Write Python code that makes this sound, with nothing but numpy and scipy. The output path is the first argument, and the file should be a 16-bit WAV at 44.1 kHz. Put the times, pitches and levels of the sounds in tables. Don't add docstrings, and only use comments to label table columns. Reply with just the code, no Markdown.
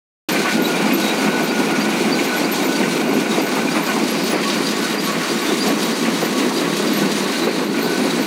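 import sys
import numpy as np
from scipy import signal
from scipy.fft import rfft, irfft, next_fast_len
from scipy.io import wavfile

SR = 44100
rng = np.random.default_rng(int(sys.argv[2]) if len(sys.argv) > 2 else 0)


def dump(signal):
    limited = np.clip(np.atleast_2d(signal).T, -1, 1)
    pcm = np.round(limited * 32767).astype(np.int16)
    wavfile.write(sys.argv[1], SR, pcm)


N = 364266
TIME = np.arange(N) / SR

# time_s, share
MIC_AIM = [(0.3, 0.2), (2.8, 0.07), (3.5, 0.24), (3.95, 0.3), (4.3, 0.64), (6.8, 0.83), (8.2, 0.45)]
# time_s, hopper_db, jaws_db, gravel_db
FLOW_DRIFT = [(0.3, -19, -23, -25.5), (1.2, -20.5, -24.5, -29.5), (2.1, -19, -24, -28.5),
              (2.9, -19.5, -25, -28), (3.7, -20, -26, -29.5), (4.3, -19.5, -25.5, -28),
              (5.1, -22.5, -24.5, -27), (5.7, -20, -25.5, -27.5), (6.3, -20.5, -26, -27.5),
              (7.2, -20.5, -25, -28), (8.2, -19.5, -26.5, -29)]
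# middle_s, length_s, hopper_db, jaws_db, gravel_db
FEED_LULLS = [(0.53, 0.063, -2.5, 0.5, 6), (0.6, 0.13, 0.5, -3.5, -5), (1.702, 0.037, -2, 1.5, 3.5),
              (2.275, 0.07, -3, -1.5, 1), (3.113, 0.2, 1, -0.5, -4), (3.217, 0.09, -4, 1.5, 1),
              (3.848, 0.1, -3, -0.5, 1.5), (4.375, 0.058, -3, 1.5, -5), (4.986, 0.041, -1.5, -3, -2.5),
              (5.263, .05, -5, 0, -0.5), (7.512, 0.052, -2, -1.5, -7), (7.7, 0.14, -1.5, -4, -5.5)]
# middle_s, length_s, hopper_db, jaws_db, gravel_db
HEAP_SPILLS = [(0.502, 0.094, -5, 3, -2), (0.83, 0.049, 5, 1, -3.5), (1.212, 0.16, 1.5, 3, 2.5),
               (1.604, 0.061, 2.5, -0.5, -0.5), (3.345, .06, 2, 2, 0.5), (3.593, 0.049, 0.5, 3.5, 1.5),
               (3.774, .05, -1, 4.5, 1.5), (3.9, 0.11, 0, 4.5, -1), (5.678, 0.063, 1.5, 2, 2),
               (5.82, 0.044, -1, 0, 2), (7.393, 0.083, -1, -0.5, 0)]
# frequency_hz, level_db
HOPPER_COLOUR = [(25, -54), (50, -50.5), (98, -32), (145, -17), (168, -7.5), (210, 1), (330, -1),
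                 (430, -6.5), (600, -13), (900, -15.5), (2000, -44)]
JAWS_COLOUR = [(250, -44), (480, -7), (680, -0.5), (1050, -2), (1300, -4), (1750, -7), (2400, -3.5),
               (3000, -11.5), (4200, -24), (9000, -43)]
GRAVEL_COLOUR = [(1500, -34), (2700, -2), (3400, 0), (4500, -1), (5150, -3.5), (6300, -3), (7500, -6.5),
                 (9500, -9), (12000, -14.5), (15500, -19.5)]
# pitch_hz, width_hz, lift_facing_jaws_db, lift_facing_conveyor_db
PLATE_MODES = [(164.7, 5.2, 7, 9), (209.4, 3.8, -0.5, 2), (350, 24, 1, 4), (419.5, 21, 2, 5),
               (494, 15, 4.5, 4), (790, 200, 1, -5.5), (1117, 36, -0.5, 6), (1483, 115, 6, -2),
               (1840, 410, 0, 3.5), (2370, 420, 4, -2.5), (2820, 23, 6.5, 3), (3845, 110, 3.5, 6.5),
               (4160, 56, 5.5, 2.5), (4390, 150, 3, 4), (4760, 79, 3, 7), (5800, 87, 4, 2),
               (6670, 50, 6, 2.5), (9600, 93, -9, 2), (11600, 70, -2, -3), (13330, 70, 4, 1)]
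# start_s, level_db, pitch_hz
BOULDER_DROPS = [(0.346, -16, 291), (.587, -12.5, 255), (.857, -15, 276), (1.33, -12, 272),
                 (1.483, -18, 332), (1.77, -13, 200), (2.452, -10.5, 273), (2.685, -12, 255),
                 (3.077, -8, 287), (3.129, -11.5, 391), (3.174, -11, 325), (3.377, -11, 371),
                 (3.398, -16, 345), (3.649, -10.5, 292), (3.76, -13, 283), (4.328, -11, 345),
                 (4.347, -10, 338), (5.512, -8.5, 332), (5.702, -12, 305), (6.076, -11, 313),
                 (6.221, -12, 409), (6.403, -12.5, 402), (6.461, -12.5, 262), (6.797, -10.5, 409),
                 (7.024, -14.5, 280), (7.47, -9, 436), (7.845, -12.5, 275), (7.992, -14, 270),
                 (8.049, -9, 345)]
# start_s, level_db, pitch_hz
STONE_CRACKS = [(0.359, -15, 2320), (.356, -15, 857), (0.53, -16, 3840), (0.91, -16, 2430),
                (1.404, -17, 834), (2.189, -12.5, 2310), (2.83, -12.5, 2230), (3.562, -18, 780),
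                (3.755, -16, 895), (3.96, -16, 863), (4.342, -19, 804), (4.43, -17, 2370), (4.5, -12, 4130),
                (6.052, -14.5, 2260), (6.507, -15.5, 915), (7.845, -18, 856)]
# start_s, level_db, pitch_hz
PLATE_PINGS = [(0.45, -17, 1133), (0.742, -21, 2390), (0.82, -24, 790), (0.905, -23, 2510),
               (1.41, -18, 708), (2.215, -16.5, 522), (2.575, -21, 1046), (3.675, -21, 2400),
               (3.762, -22, 678), (3.785, -21, 990), (3.885, -21, 1098), (5.415, -27, 2310),
               (5.675, -22, 740), (7.775, -29, 2370)]
# middle_s, length_s, pitch_hz, level_db
DRIVE_SWELLS = [(0.38, .08, 1530, -28), (0.495, 0.11, 1484, -24), (0.6, 0.086, 1440, -28),
                (.73, .07, 1438, -22), (1.02, 0.076, 1484, -23), (1.37, 0.15, 1486, -25),
                (1.58, .07, 1443, -24), (1.75, .08, 1443, -24), (1.87, 0.073, 1484, -27),
                (2.17, 0.067, 1518, -25.5), (2.34, 0.13, 1484, -26), (2.45, 0.08, 1440, -29),
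                (2.72, 0.16, 1485, -26), (2.85, .08, 1535, -34), (3.14, 0.08, 1515, -33),
                (3.3, .08, 1490, -29), (3.48, 0.1, 1487, -24), (3.62, 0.052, 1513, -30),
                (3.9, 0.078, 1494, -22), (4.32, 0.065, 1492, -32), (4.84, 0.092, 1488, -29),
                (5.24, 0.047, 1463, -28), (7.03, 0.055, 1498, -21.5), (7.35, .09, 1515, -33),
                (7.75, .08, 1445, -39), (7.89, 0.13, 1508, -28.5)]
# middle_s, pitch_hz, chirp_db, hoot_db
ROLLER_TURNS = [(0.875, 4800, -35, -46), (1.193, 4700, -30, -46), (1.503, 4660, -31, -46),
                (1.818, 4730, -29, -46), (2.135, 4670, -24, -46), (2.452, 4650, -30, -46),
                (2.764, 4630, -29, -44), (3.09, 4740, -39, -42), (3.403, 4760, -32, -34),
                (3.72, 4730, -31, -34), (4.04, 4760, -36, -36), (4.358, 4760, -41, -25),
                (4.669, 4740, -25, -30), (4.992, 4770, -27, -27), (5.307, 4750, -29, -31),
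                (5.621, 4770, -22, -34), (5.935, 4750, -30.5, -30), (6.252, 4740, -35, -28),
                (6.575, 4760, -26, -31), (6.885, 4720, -29.5, -29), (7.2, 4820, -42, -42),
                (7.521, 4700, -42, -44), (7.853, 4730, -34, -44)]
# middle_s, length_s, level_db
WALL_GRINDS = [(.4, .2, -34), (1.867, .18, -24), (4.923, 0.16, -28), (6.73, 0.16, -27), (6.95, .16, -26.5)]
# middle_s, length_s,
# pitch_hz, level_db
STEEL_SQUEALS = [(0.655, 0.1, 3865, -27), (0.793, 0.075, 3830, -31), (1.035, .04, 3825, -26),
                 (1.085, 0.11, 3840, -25), (1.343, 0.075, 3835, -29), (1.479, 0.06, 3830, -28),
                 (2.16, 0.04, 4070, -31), (2.31, 0.065, 4090, -31), (2.635, .05, 3820, -32),
                 (2.975, 0.11, 3780, -31.5), (3.335, 0.09, 3795, -27.5), (3.601, .06, 3830, -34),
                 (4.3, .09, 15500, -39), (4.635, .03, 3830, -32), (4.901, .06, 3830, -32),
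                 (5.26, .07, 1125, -28), (5.488, 0.1, 3560, -31), (5.845, 0.056, 3830, -32),
                 (6.605, .075, 3870, -26.5), (7.37, 0.035, 4150, -28), (7.43, .05, 3950, -27),
                 (7.828, .025, 4290, -28), (8.115, 0.045, 3910, -29)]
# first_s, turn_s, turns_without_full_squeak
PULLEY_TIMING = [(.268, .3985, (4, 7, 11, 12, 16, 17, 18)), (.365, .426, (1, 3, 5, 9, 11, 13, 14, 15, 17))]
# length_s, pitch_hz, sharp_start_hz, level_db
PULLEY_SQUEAKS = [(.095, 13800, 130, -36), (0.109, 9570, -2, -41)]
# middle_s, pitch_hz, sharp_start_hz, level_db
HIGH_PIPS = [(0.323, 12100, 200, -26), (0.63, 12500, 1800, -30), (0.66, 12080, 300, -30),
             (0.943, 12030, 1100, -23), (1.445, 14400, 0, -35), (1.895, 11330, 0, -37),
             (2.375, 11600, 0, -29), (2.529, 11800, 1700, -23), (3.148, 12730, 500, -35),
             (4.112, 11380, 0, -32), (4.322, 10130, 0, -29), (5.052, 11900, 400, -28), (5.6, 10100, 0, -32),
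             (5.688, 12020, 1400, -33), (6.973, 11890, 400, -28), (7.432, 14500, 400, -39),
             (7.45, 13720, 0, -37)]
# time_s, level_db, centre_hz
CHUTE_SCRAPE = [(0.3, -47, 4490), (3.7, -49, 4610), (3.95, -43, 4620), (4.15, -33, 4710), (4.35, -35, 4650),
                (4.5, -35, 4560), (4.9, -40, 4550), (5.6, -49, 4060), (7.0, -40, 4070), (7.35, -33.5, 4150),
                (7.6, -34, 4160), (7.7, -39, 4150), (7.82, -36, 4130), (8.2, -37, 4220)]
# pitch_hz, level_db
CHIP_MODES = [(6660, -56.5), (9470, -58), (11600, -54), (13330, -53), (14500, -61)]


def hopper():
    rock = steelwork(stones(per_s=190, spread_db=0.5, ring_s=0.024, rise_s=0.0033), HOPPER_COLOUR)
    return rock * gain_of(flow(1)) * stroke(depth_db=0.93, lag_s=-0.031)


def jaws():
    clatter = steelwork(stones(per_s=310, spread_db=4, ring_s=0.019, rise_s=0.0009), JAWS_COLOUR)
    return clatter * gain_of(flow(2) - 0.63) * stroke(depth_db=0.6, lag_s=-0.058)


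def gravel():
    chips = steelwork(stones(per_s=350, spread_db=4, ring_s=0.014, rise_s=0.0021), GRAVEL_COLOUR)
    return chips * gain_of(flow(3) - 0.92) * stroke(depth_db=1.55, lag_s=-0.098)


def boulders(knock_ratio=1.8):
    boom = blows(BOULDER_DROPS, spread=0.16, ring_s=0.021, trim_db=-1.5)
    knocks = [(s, db, hz * knock_ratio) for s, db, hz in BOULDER_DROPS]
    return boom + blows(knocks, spread=0.35, ring_s=0.011, trim_db=-5)


def cracks():
    return blows(STONE_CRACKS, spread=0.22, ring_s=0.019)


def pings(ring_s=0.022, split=0.0085):
    out, t = np.zeros(N), np.arange(SR // 5) / SR
    for s, db, hz in PLATE_PINGS:
        lower = np.sin(2 * np.pi * hz * t)
        upper = 0.44 * np.sin(2 * np.pi * (hz * (1 + split) * t + rng.random()))
        envelope = np.exp(-t / ring_s) * (1 - np.exp(-t * hz / 2))
        add(out, s, gain_of(db) * (lower + upper) * envelope)
    return out


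def drive(jitter_hz=9, flutter_db=2.5, rasp=0.35, trim_db=-5.7):
    jitter, roughness = jitter_hz * wander(53), rasp * wander(49)

    def whine(hz):
        angle = phase_of(hz + jitter)
        return np.sin(angle) + roughness * np.cos(angle)

    swells = sum(gain_of(db) * swell(s, length_s) * whine(hz) for s, length_s, hz, db in DRIVE_SWELLS)
    rest_db = np.interp(curve(MIC_AIM, 1), [0, 1], [-36.5, -38.5])
    rest = gain_of(rest_db) * whine(curve(DRIVE_SWELLS, 2))
    return np.sqrt(2) * (swells + rest) * gain_of(flutter_db * wander(25) + trim_db)


def roller(chirp_trim_db=1, hoot_trim_db=-0.5, hoot_lag_s=0.108, hoot_s=0.08):
    out = np.zeros(N)
    for s, hz, chirp_db, hoot_db in ROLLER_TURNS:
        chirp_s, glide_hz = rng.uniform(0.031, 0.041), rng.uniform(130, 270)
        chirp = squeak(chirp_s, hz, jitter_hz=40, broken_db=3, glide_hz=glide_hz)
        hoot = squeak(hoot_s, hz=1121, jitter_hz=26, broken_db=3, glide_hz=20)
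        add(out, s - chirp_s / 2, gain_of(chirp_db + chirp_trim_db) * chirp)
        add(out, s + hoot_lag_s - hoot_s / 2, gain_of(hoot_db + hoot_trim_db) * hoot)
    return reflections(out, decay_s=0.017, wet=0.27)


def wall(hz=207, jitter_hz=5, flutter_db=0.5):
    grinding = sum(gain_of(db) * swell(s, length_s) for s, length_s, db in WALL_GRINDS)
    flutter = gain_of(flutter_db * wander(9.7))
    return np.sqrt(2) * grinding * flutter * np.sin(phase_of(hz + jitter_hz * wander(15.8)))


def squeals(trim_db=-1):
    out = np.zeros(N)
    for s, length_s, hz, db in STEEL_SQUEALS:
        tone = squeak(length_s, hz, jitter_hz=52, broken_db=5.5, flutter_hz=60)
        add(out, s - length_s / 2, gain_of(db + trim_db) * tone)
    return reflections(out, decay_s=0.015, wet=0.34)


def pulleys_and_pips(scatter_db=2.5, pip_s=0.033, pip_trim_db=-1.5):
    out = np.zeros(N)
    for timing, (length_s, hz, sharp_hz, db) in zip(PULLEY_TIMING, PULLEY_SQUEAKS):
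        first_s, turn_s, turns_without_full_squeak = timing
        times = np.arange(first_s, N / SR, turn_s)
        levels_db = db - scatter_db * rng.standard_normal(len(times))
        for turn, s in enumerate(times):
            if turn not in turns_without_full_squeak:
                tone = squeak(length_s, hz, jitter_hz=55, broken_db=5, sharp_hz=sharp_hz)
                add(out, s - length_s / 2, gain_of(levels_db[turn]) * tone)
    for s, hz, sharp_hz, db in HIGH_PIPS:
        pip = squeak(pip_s, hz, jitter_hz=150, broken_db=3, sharp_hz=sharp_hz)
        add(out, s - pip_s / 2, gain_of(db + pip_trim_db) * pip)
    return reflections(out, decay_s=0.019, wet=0.37)


def chute(width_hz=470):
    angle = phase_of(curve(CHUTE_SCRAPE, 2))
    rasp = wander(width_hz) * np.sin(angle) + wander(width_hz) * np.cos(angle)
    return gain_of(curve(CHUTE_SCRAPE, 1)) * rasp


def grit(per_s=32, count=280, low_hz=5510, high_hz=14960, mean_length_s=0.019, trim_db=-38):
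    out = np.zeros(N)
    colour_hz, colour_db = np.transpose(GRAVEL_COLOUR)
    gaps, heights, sizes = rng.random((count, 3)).T
    starts = np.cumsum(2 * gaps / per_s)
    pitches = low_hz + heights * (high_hz - low_hz)
    for s, hz, size in zip(starts, pitches, sizes):
        db = trim_db + 0.5 * np.interp(hz, colour_hz, colour_db) + 3 * (size - 1)
        tone = squeak(mean_length_s * (0.5 + size), hz, jitter_hz=45, broken_db=-2)
        add(out, s, gain_of(db) * tone)
    return reflections(out, decay_s=0.023, wet=0.46)


def stray_chips(per_s=7, ring_s=0.016, jitter_hz=50, trim_db=-2):
    out = np.zeros(N)
    for hz, db in CHIP_MODES:
        touches = rng.exponential(1, N) * (rng.random(N) < per_s / SR)
        envelope = die_away(touches, ring_s)
        tone = np.sin(phase_of(hz + jitter_hz * wander(162)))
        out += gain_of(db + trim_db) * evened(envelope * tone)
    return out


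def stones(per_s, spread_db, ring_s, rise_s):
    size = gain_of(spread_db * np.minimum(rng.exponential(1, N), 3))
    power = (size * (rng.random(N) < per_s / SR)) ** 2
    for seconds in (ring_s, rise_s):
        power = die_away(power, seconds / 2)
    envelope = np.sqrt(power / power.mean() + 1)
    return evened(envelope * rng.standard_normal(N))


def steelwork(stream, colour, fft_size=2 ** 19):
    hz, spectrum = np.fft.rfftfreq(fft_size, 1 / SR), rfft(stream, fft_size)
    grid = np.geomspace(10, SR / 2, 3000)
    colour_hz, colour_db = np.transpose(colour)
    base_db = np.interp(np.log(grid), np.log(colour_hz), colour_db)
    lifts_db = sum(np.outer(lifts, np.exp(-2 * ((grid - mode_hz) / width_hz) ** 2))
                   for mode_hz, width_hz, *lifts in PLATE_MODES)
    responses = (np.interp(hz, grid, gain_of(base_db + db)) for db in lifts_db)
    at_jaws, at_conveyor = (evened(irfft(spectrum * response)[:N]) for response in responses)
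    aim = curve(MIC_AIM, 1)
    return (1 - aim) * at_jaws + aim * at_conveyor


def flow(stream, uneven_db=0.66, uneven_hz=5.8):
    upsets = sum(dbs[stream - 1] * swell(s, length_s) for s, length_s, *dbs in FEED_LULLS + HEAP_SPILLS)
    return curve(FLOW_DRIFT, stream) + upsets + uneven_db * wander(uneven_hz)


def stroke(depth_db, lag_s, stroke_hz=5.225):
    return gain_of(depth_db * np.cos(2 * np.pi * stroke_hz * (TIME - lag_s)))


def blows(rows, spread, ring_s, trim_db=0):
    out, t = np.zeros(N), np.arange(SR // 5) / SR
    for s, db, hz in rows:
        scatter, phase = rng.standard_normal((2, 30, 1))
        modes_hz = hz * np.exp(spread * scatter)
        modes = np.sin(2 * np.pi * (modes_hz * t + phase)).sum(0)
        ring = modes * np.exp(-t / ring_s) * (1 - np.exp(-2 * t * hz))
        add(out, s, gain_of(db + trim_db) * ring / abs(ring).max())
    return low_cut(out, hz=170, order=4)


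def squeak(length_s, hz, jitter_hz, broken_db, glide_hz=0, sharp_hz=0, flutter_hz=110):
    position = np.linspace(-0.5, 0.5, max(int(length_s * SR), 64))
    pitch = hz + glide_hz * position + sharp_hz * (0.5 - position) ** 4
    pitch += jitter_hz * wander(310, len(position))
    grip = evened(gain_of(broken_db * wander(flutter_hz, len(position))))
    return np.sqrt(2) * np.cos(np.pi * position) * grip * np.sin(phase_of(pitch))


def reflections(direct, decay_s, wet, per_s=2000):
    t = np.arange(SR // 6) / SR
    taps = rng.standard_normal(len(t)) * (rng.random(len(t)) < per_s / SR) * np.exp(-t / decay_s)
    echoes = signal.oaconvolve(direct, taps / np.linalg.norm(taps))[:N]
    return (direct + wet * echoes) / np.sqrt(1 + wet ** 2)


def wander(rate_hz, size=N):
    padded = next_fast_len(size)
    hz = np.fft.rfftfreq(padded, 1 / SR)
    spectrum = rfft(rng.standard_normal(padded)) * np.exp(-(hz / rate_hz) ** 2 / 2)
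    return evened(irfft(spectrum, padded)[:size])


def swell(middle_s, length_s):
    return np.exp2(-np.minimum((2 * (TIME - middle_s) / length_s) ** 2, 60))


def curve(rows, column):
    rows = np.array(rows)
    return np.interp(TIME, rows[:, 0], rows[:, column])


def die_away(hits, decay_s):
    return signal.lfilter([1], [1, -np.exp(-1 / (decay_s * SR))], hits)


def low_cut(x, hz, order):
    return signal.sosfilt(signal.butter(order, hz, "high", fs=SR, output="sos"), x)


def phase_of(hz):
    return 2 * np.pi * np.cumsum(hz) / SR


def gain_of(db):
    return 10 ** (np.asarray(db) / 20)


def evened(x):
    return x / np.sqrt(np.mean(x ** 2) + 1e-20)


def add(mix, start_s, sound):
    part = mix[max(round(start_s * SR), 0):][:len(sound)]
    part += sound[:len(part)]


def scene():
    stone = cracks() + hopper() + wall() + jaws() + gravel() + chute()
    stone += stray_chips() + grit() + boulders() + pings() + squeals()
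    plant = stone + drive() + roller() + pulleys_and_pips()
    return np.array([plant, plant])


def record(dry, start_s=0.2858, fade_s=0.004, top_hz=15800):
    opened = dry * np.clip((TIME - start_s) / fade_s, 0, 1)
    high_cut = signal.firwin(511, top_hz, window=("kaiser", 9), fs=SR)
    return signal.oaconvolve(low_cut(opened, hz=35, order=2), high_cut[None], "same")


dry = scene()
out = record(dry)
dump(out)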